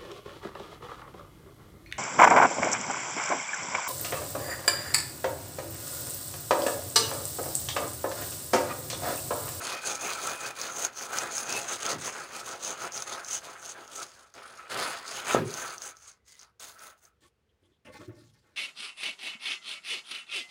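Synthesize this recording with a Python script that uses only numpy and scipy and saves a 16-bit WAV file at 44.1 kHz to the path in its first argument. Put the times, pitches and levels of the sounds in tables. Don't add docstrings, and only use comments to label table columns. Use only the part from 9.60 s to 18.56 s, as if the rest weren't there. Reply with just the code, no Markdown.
import sys
import numpy as np
from scipy import signal
from scipy.fft import rfft, irfft
from scipy.io import wavfile

SR = 44100
rng = np.random.default_rng(int(sys.argv[2]) if len(sys.argv) > 2 else 0)


def generate_wav(sig):
    pcm = np.round(np.clip(np.atleast_2d(sig).T, -1, 1) * 32767).astype(np.int16)
    wavfile.write(sys.argv[1], SR, pcm)


def rack_gain(trim_db):
    fader = np.asarray(trim_db, float)
    return 10 ** (fader / 20)


N = 395135

# [start t/s, length t/s, share of length before top speed/1, wood level/dB, grit level/dB]
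STROKES = [(-0.11, 0.33, 0.67, -39, -35.5), (0.188, 0.2, 0.51, -38.5, -31.5), (0.349, 0.29, 0.37, -36, -32),
           (0.549, 0.23, 0.63, -37, -32), (0.745, 0.19, 0.51, -39.5, -35.5),
           (0.919, 0.27, 0.36, -40.5, -35.5), (1.085, 0.17, 1, -38.5, -34.5),
           (1.292, 0.17, 0.96, -43.5, -33.5), (1.46, 0.27, 0.36, -36, -34.5),
           (1.647, 0.21, 0.65, -40, -33.5), (1.841, 0.33, 0.13, -38, -32), (2.03, 0.16, 0.61, -39, -33),
           (2.159, 0.21, 0.64, -35, -31.5), (2.348, 0.15, 0.86, -39.0, -32), (2.49, 0.2, 0.42, -42, -42.5),
           (2.625, 0.23, 0.58, -43, -40.5), (2.807, 0.2, 0.37, -42.5, -38), (2.967, 0.2, 0.55, -40, -33),
           (3.123, 0.15, 0.85, -37.5, -35.5), (3.291, 0.18, 0.37, -44.5, -38.5),
           (3.431, 0.22, 0.33, -39.5, -38.5), (3.603, 0.18, 0.83, -45, -31), (3.801, 0.23, 0.13, -45, -45),
           (3.93, 0.2, 0.81, -47.5, -39.5), (4.092, 0.25, 0.3, -47, -52.5), (4.234, 0.21, 0.89, -44, -40),
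           (4.443, 0.35, 0, -56.5, -54.5), (4.733, 0.091, 0.17, -45.5, -51), (4.76, 0.85, 0, -50, -55.5),
           (5.085, 0.21, 0.14, -33, -40.5), (5.165, 0.31, 0.03, -33, -35),
           (5.395, 0.27, 0.63, -37.5, -38.5), (5.61, 0.14, 0.85, -28, -30),
           (5.812, 0.4, 0.45, -40.0, -36.5), (6.171, 0.15, 0.5, -45.5, -39.5),
           (6.309, 0.25, 0.57, -58.5, -50.5), (6.64, 0.28, 0.14, -79, -54), (6.8, 0.053, 0.12, -56, -54),
           (6.993, 0.19, 0.01, -54, -43.5), (7.1, 0.23, 0.73, -52.5, -49.5), (7.33, 0.15, 0.6, -74, -67.5),
           (7.415, 0.073, 0, -62.5, -59)]
# [t/s, low drag over wood level/dB, squeal over wood level/dB, squeal f/Hz,
# edge singing base level/dB, finest sand base level/dB, board ring offset level/dB]
RUBBING_COLOUR = [(0.0, -2, 10.5, 2520, 4, -10, 4), (0.6, -5.5, 10.5, 2440, 8.5, -3, 5),
                  (1.78, -4, -2, 2446, 8.5, -4, 1), (1.95, -2, 19, 2600, 7, -9, -3),
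                  (2.12, -3.5, -1, 2670, 9, -6, -5), (4.3, -6, -22, 2500, 10, -6.5, 1.5),
                  (4.8, -7.5, -23, 2390, 3.5, -13, -1.5), (5.6, -10.5, -16, 2500, 8, -7, 1),
                  (6.3, -8, -11.5, 2330, 11, -2, 0.5), (6.55, -48, -3, 2090, 9.5, -10, 2),
                  (6.68, -40, 28, 1970, -2, -10, 0), (6.79, -37.5, 25.5, 2040, -8, -11, -4),
                  (6.815, -30, -7, 2100, -17, -22, -5.5), (7.0, -6.5, -9, 2100, -1.5, -6, 7.5),
                  (7.45, -13, -28, 2090, 11, 7, 11)]
# [t/s, relative level/dB]
CRACKS = [(1.015, -14), (1.5862, -8.5), (1.7809, -13), (1.926, -11), (2.2639, -13), (2.4594, -19.5),
          (3.0486, -17.5), (3.3218, -22.5), (3.3766, -17.5), (3.4227, -15.5), (3.6468, -24.5),
          (4.052, -39.5), (4.278, -34.5), (4.74, -35), (5.123, -31), (5.9403, -19), (6.181, -26.5),
          (6.2198, -22), (6.3692, -34.5), (6.754, -48), (6.7934, -34.5), (6.7975, -36), (6.814, -35),
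          (6.8315, -34.5), (6.9978, -34), (7.08, -37), (7.193, -35), (7.452, -41)]
# [t/s, blow level/dB, shudder level/dB]
BUMPS = [(2.3295, -27, -45), (5.7466, -8.5, -34.5), (5.7654, -19, -47), (5.7792, -23, -50)]
# [f/Hz, relative level/dB]
SHUDDER_SPECTRUM = [(50, -28.5), (88, -8), (118, 8), (160, 7.5), (200, -1.5), (400, 2.5), (700, -44.5)]
# [f/Hz, relative level/dB, t60/s]
RATTLE_MODES = [(280, -10.5, 0.28), (403, -7.5, 0.46), (570, -14.5, 0.087), (732, -8.5, 0.066),
                (940, -7.5, 0.058)]
# [f/Hz, width f/Hz, relative level/dB]
BOARD_RESONANCES = [(446, 37, -3.5), (624, 26, 1.5), (1325, 53, -8), (1507, 32, -6)]
# [f/Hz, relative level/dB]
WOOD_SPECTRUM = [(300, -26), (600, -10.5), (900, -6.5), (1300, 3.5), (1800, -4), (2500, -8.5),
                 (3500, -12.5), (5000, -36)]
# [f/Hz, relative level/dB]
DRAG_SPECTRUM = [(40, -36.5), (70, -33.5), (120, -1), (200, -4.5), (400, 5.5), (700, 6.5), (1000, 2),
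                 (1600, -41)]
# [f/Hz, relative level/dB]
GRIT_SPECTRUM = [(1500, -12), (3000, -6), (5000, 1), (7500, -10.5), (9500, -8), (12000, -15.5),
                 (13900, -16.5), (14500, -10.5), (15700, -7), (16300, -49)]
# [f/Hz, width f/Hz]
EDGE_RING = (6383, 567)
# [start t/s, length t/s, share of length before top speed/1,
# scuff base level/dB, low thud level/dB, sandy rub level/dB]
TOOL_MOVES = [(7.605, 0.076, 0.47, -63, -70.5, -64), (8.019, 0.15, 0, -74.5, -73.5, -86.5),
              (8.248, 0.1, 0, -51.5, -56.5, -68), (8.318, 0.07, 0.48, -48, -68, -56.5),
              (8.384, 0.091, 0.16, -51.5, -50, -61), (8.46, 0.17, 0.13, -58.5, -51, -77.5),
              (8.54, 0.19, 0.28, -65.5, -61.5, -68), (8.728, 0.084, .22, -70, -85, -69.5),
              (8.818, 0.31, 0.08, -71, -77, -76.5)]
# [start t/s, length t/s, share of length before top/1, level/dB]
TOOL_RUMBLE = [(8.5, 0.33, 0.18, -59)]
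# [f/Hz, relative level/dB, t60/s]
BLADE_MODES = [(310, 2, .07), (512, 4, 0.06), (600, 5.5, 0.086), (875, 2, 0.067), (1122, 5, 0.061),
               (1530, -5.5, 0.06), (1816, -1, 0.082), (2100, -0.5, 0.053), (2290, -10, 0.059),
               (2460, -9, 0.05)]
# [f/Hz, relative level/dB]
THUD_SPECTRUM = [(60, -10), (115, 10.5), (170, -1), (240, -2.5), (315, 12.5), (380, 8.5), (500, -38)]
# [f/Hz, relative level/dB]
RUB_SPECTRUM = [(1500, -16), (2800, -2.5), (4500, 2.5), (7000, -1), (10000, -4.5), (12500, -15),
                (15500, -10), (16300, -45.5)]
# [t/s, length t/s, f/Hz, level/dB]
PEEPS = [(7.89, .03, 3210, -80), (8.032, 0.052, 3300, -76.5), (8.116, 0.067, 3340, -78)]
# [f/Hz, relative level/dB]
YARD_SPECTRUM = [(30, -25.5), (59, -6), (288, -26), (460, -18.5), (581, -29.5), (2700, -35.5),
                 (15000, -53.5)]

WOOD_POWER, GRIT_POWER, WOOD_SETTLE_S, GRIT_SETTLE_S = 1.46, 1.8, 0.019, 0.0091
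SCUFF_POWER, THUD_POWER, RUB_POWER, TOOL_SETTLE_S = 1.43, 0.83, 0.38, 0.0046
EDGE_PER_GRIT, FINE_PER_GRIT = 0.67, 0.24
HOLLOW_PER_DB, BRISK_DB = 0.2, -45
BOARD_WAVER = 0.014
BRIGHT_PER_RUB = 0.23


def board():
    wood_db = moves(STROKES, column=3, power=WOOD_POWER, settle_s=WOOD_SETTLE_S)
    grit_db = moves(STROKES, column=4, power=GRIT_POWER, settle_s=GRIT_SETTLE_S)
    gritty = np.clip(grit_db - wood_db, -12, 12)
    drag_db, squeal_db, squeal_hz, edge_db, fine_db, ring_db = in_time(RUBBING_COLOUR)
    edge_db = edge_db + EDGE_PER_GRIT * gritty
    fine_db = fine_db + FINE_PER_GRIT * gritty

    shaken = colour(grains(3000, spread_db=-2.5, clump_db=1.5, clump_rate=58), WOOD_SPECTRUM)
    wood = shaken.copy()
    for hz, width_hz, db in BOARD_RESONANCES:
        gain = rack_gain(db + ring_db + 1.1 * drift(6))
        wood += gain * glide(shaken, hz * (1 + BOARD_WAVER * drift(4.7)), width_hz)
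    wood = patchy(rms_one(wood), 700, 3000, 3.0)
    wavering_hz = squeal_hz * (1 + BOARD_WAVER * drift(8.1))
    squeal = rack_gain(squeal_db + 1.7 * drift(3.6)) * glide(shaken, wavering_hz, width_hz=80)

    sand = colour(grains(9000, spread_db=3.5, clump_db=2.5, clump_rate=60), GRIT_SPECTRUM)
    sand = patchy(sand, 3000, 12000, 3.0)
    fine = signal.sosfilt(signal.butter(4, 10500, "high", fs=SR, output="sos"), sand)
    coarse = signal.sosfilt(signal.butter(4, 10500, fs=SR, output="sos"), sand)
    edge_band = resonate(sand, *EDGE_RING)
    edge_gain = rack_gain(edge_db)
    share = np.sqrt(np.mean(edge_band ** 2))
    together = np.sqrt(1 + share ** 2 * (edge_gain ** 2 + 2 * edge_gain))
    grit = (coarse + rack_gain(fine_db) * fine + edge_gain * edge_band) / together

    drag = colour(grains(1500, spread_db=1.0, clump_db=-1.5, clump_rate=8.7), DRAG_SPECTRUM)
    rub = rack_gain(wood_db) * (wood + rack_gain(drag_db) * drag) + rack_gain(grit_db) * grit
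    below_brisk_db = np.maximum(wood_db, grit_db) - BRISK_DB
    hollow = 1 - rack_gain(np.clip(HOLLOW_PER_DB * below_brisk_db, -15, 0))
    return rub - hollow * resonate(rub, 2720, 2000) + rack_gain(wood_db) * squeal


def cracks():
    out, t = np.zeros(N + 1024), np.arange(1024) / SR
    shape = (len(CRACKS), 1024)
    crumbs = rng.standard_normal(shape) * (rng.random(shape) < 0.08)
    crumbs[:, 0] = 3.0
    for (s, db), spray in zip(CRACKS, crumbs):
        start = round(s * SR)
        out[start:start + 1024] += rack_gain(db) * spray * np.exp(-t / 0.004)
    level = np.sqrt(np.mean(out ** 2))
    snaps = colour(out[:N], GRIT_SPECTRUM) * level
    knock = colour(out[:N], WOOD_SPECTRUM) * level
    return rack_gain(-14.0) * (snaps + rack_gain(21) * resonate(snaps, *EDGE_RING) + rack_gain(-3) * knock)


def bumps():
    out = np.zeros(N)
    shudder_top_s = 0.04
    shudder = colour(rng.standard_normal(N), SHUDDER_SPECTRUM)
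    white = rng.standard_normal(N)
    rattle = [rms_one(resonate(white, hz, 0.25 * hz)) for hz, db, t60 in RATTLE_MODES]
    for s, blow_db, shudder_db in BUMPS:
        t = np.maximum(np.arange(N) / SR - s, 0)
        pulse = -np.sin(2 * np.pi * 290 * t * (1 + t / 0.004)) * t / 0.001 * np.exp(-(t / 0.0024) ** 4)
        late = t - 0.0017
        click = np.cos(2 * np.pi * 1000 * late) * np.exp(-(late / 0.0009) ** 2) * (t > 0)
        blow = pulse + rack_gain(-13.0) * click
        tail = sum(rack_gain(db - 60 * t / t60) * band for (hz, db, t60), band in zip(RATTLE_MODES, rattle))
        out += rack_gain(blow_db) * (blow + rack_gain(-17.0) * tail * np.minimum(t / 0.0061, 1))
        out += rack_gain(shudder_db) * shudder * t / shudder_top_s * np.exp(1 - t / shudder_top_s)
    return out


def tool():
    scuff_db = moves(TOOL_MOVES, column=3, power=SCUFF_POWER, settle_s=TOOL_SETTLE_S)
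    thud_db = moves(TOOL_MOVES, column=4, power=THUD_POWER, settle_s=TOOL_SETTLE_S)
    rub_db = moves(TOOL_MOVES, column=5, power=RUB_POWER, settle_s=TOOL_SETTLE_S)
    rumble_db = moves(TOOL_RUMBLE, column=3, power=1.0, settle_s=0.019)

    knocks = grains(2500, spread_db=2.0, clump_db=1.5, clump_rate=30)
    scuff = patchy(colour(knocks, WOOD_SPECTRUM), 540, 2650, 6.2)
    thud = colour(grains(400, spread_db=0.5, clump_db=6.0, clump_rate=15), THUD_SPECTRUM)
    rub = colour(grains(4000, spread_db=1.5, clump_db=2.0, clump_rate=40), RUB_SPECTRUM)
    rub = patchy(rub, 3300, 11000, 4.0)
    drone = resonate(rng.standard_normal(N), 120, 60)
    rumble = rms_one(resonate(drone, 120, 60))

    push = signal.sosfilt(signal.butter(2, 4000, fs=SR, output="sos"), rack_gain(scuff_db) * knocks)
    tilt = BRIGHT_PER_RUB * np.clip(rub_db - thud_db + 5.0, -15, 15)
    blade = np.zeros(N)
    for hz, db, t60 in BLADE_MODES:
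        grip = rack_gain(db + 2.5 * drift(20) + tilt * np.log2(hz / 1100))
        blade += ring(grip * push, hz, t60)
    out = rack_gain(rumble_db) * rumble + rack_gain(scuff_db - 5.5) * scuff
    return out + rack_gain(thud_db) * thud + rack_gain(rub_db) * rub + rack_gain(-33.5) * blade


def walls(x):
    t60_s, level_db = 0.11, -16
    t = np.arange(SR // 2) / SR
    tail = rng.standard_normal(len(t)) * rack_gain(-60 * t / t60_s) * (t > 0.006)
    tail = signal.lfilter([1], [1, -0.6], tail)
    return rack_gain(level_db) * signal.oaconvolve(x, tail / np.sqrt(np.sum(tail ** 2)))[:N]


def peeps():
    out, t, white = np.zeros(N), np.arange(N) / SR, rng.standard_normal(N)
    for s, length, hz, db in PEEPS:
        u = (t - s) / length
        whistle = rms_one(resonate(resonate(white, hz, 0.18 * hz), hz, 0.21 * hz))
        out += rack_gain(db) * whistle * np.clip(np.minimum(12 * u, 3 * (1 - u)), 0, 1)
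    return out


def yard():
    return rack_gain(-73 + 0.47 * drift(5.6)) * colour(rng.standard_normal(N), YARD_SPECTRUM)


def moves(rows, column, power, settle_s):
    t, energy = np.arange(0, N + 32, 32) / SR, 1e-12
    for row in rows:
        u, top = np.clip((t - row[0]) / row[1], 0, 1), np.clip(row[2], 0.02, 0.97)
        speed = np.sin(np.pi / 2 * np.minimum(u / top, (1 - u) / (1 - top)))
        energy = energy + rack_gain(2 * row[column]) * speed ** (2 * power)
    r = np.exp(-32 / (SR * settle_s))
    energy = signal.lfilter([1 - r], [1, -r], energy, zi=[r * energy[0]])[0]
    return np.interp(np.arange(N) / SR, t, 10 * np.log10(energy))


def grains(per_s, spread_db, clump_db, clump_rate):
    sizes = rack_gain(spread_db * np.minimum(rng.exponential(1, N), 5)) * rng.choice([-1, 1], N)
    return rms_one(sizes * (rng.random(N) < per_s / SR) * rack_gain(clump_db * drift(clump_rate)))


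def patchy(x, low_hz, high_hz, depth_db, count=8):
    swells = np.zeros(N)
    for hz in np.geomspace(low_hz, high_hz, count):
        gain = rack_gain(depth_db * np.maximum(drift(7), -1))
        swells += (gain - 1) * resonate(x, hz, 0.15 * hz)
    return rms_one(x + swells)


def colour(x, points):
    size = 4096
    hz = np.maximum(np.arange(size // 2 + 1) * SR / size, 1)
    table = np.array(points)
    db = np.interp(np.log(hz), np.log(table[:, 0]), table[:, 1])
    cepstrum = irfft(np.log(rack_gain(db)))
    cepstrum[1:size // 2] *= 2
    cepstrum[size // 2 + 1:] = 0
    return rms_one(signal.oaconvolve(x, irfft(np.exp(rfft(cepstrum))))[:N])


def resonate(x, hz, width_hz):
    r = np.exp(-np.pi * width_hz / SR)
    feedback = [1, -2 * r * np.cos(2 * np.pi * hz / SR), r * r]
    return signal.lfilter((1 - r * r) / 2 * np.array([1, 0, -1]), feedback, x)


def glide(x, hz, width_hz):
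    turn, r = np.exp(2j * np.pi * np.cumsum(hz) / SR), np.exp(-np.pi * width_hz / SR)
    return 2 * np.real(turn * signal.lfilter([1 - r], [1, -r], x / turn))


def ring(x, hz, t60):
    r, w = rack_gain(-60 / (t60 * SR)), 2 * np.pi * hz / SR
    return signal.lfilter([0, np.sin(w)], [1, -2 * r * np.cos(w), r * r], x + 1e-18)


def drift(rate):
    r = np.exp(-32 * np.pi * rate / SR)
    slow = signal.lfilter([1], [1, -2 * r, r * r], rng.standard_normal(N // 16 + 1002))[1000:]
    return np.interp(np.arange(N) / 16, np.arange(len(slow)), rms_one(slow))


def in_time(rows):
    s, *columns = np.transpose(rows)
    return [np.interp(np.arange(N) / SR, s, c) for c in columns]


def rms_one(x):
    return x / np.sqrt(np.mean(x ** 2) + 1e-20)


def scene():
    near = board() + cracks() + bumps() + tool()
    return (near + walls(near) + peeps() + yard())[None]


def band_limit(x):
    return signal.sosfilt(signal.butter(12, 16740, fs=SR, output="sos"), x)


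def record(dry):
    mix = signal.sosfilt(signal.butter(3, 55, "high", fs=SR, output="sos"), dry)
    return band_limit(mix)


dry = scene()
out = record(dry)
generate_wav(out)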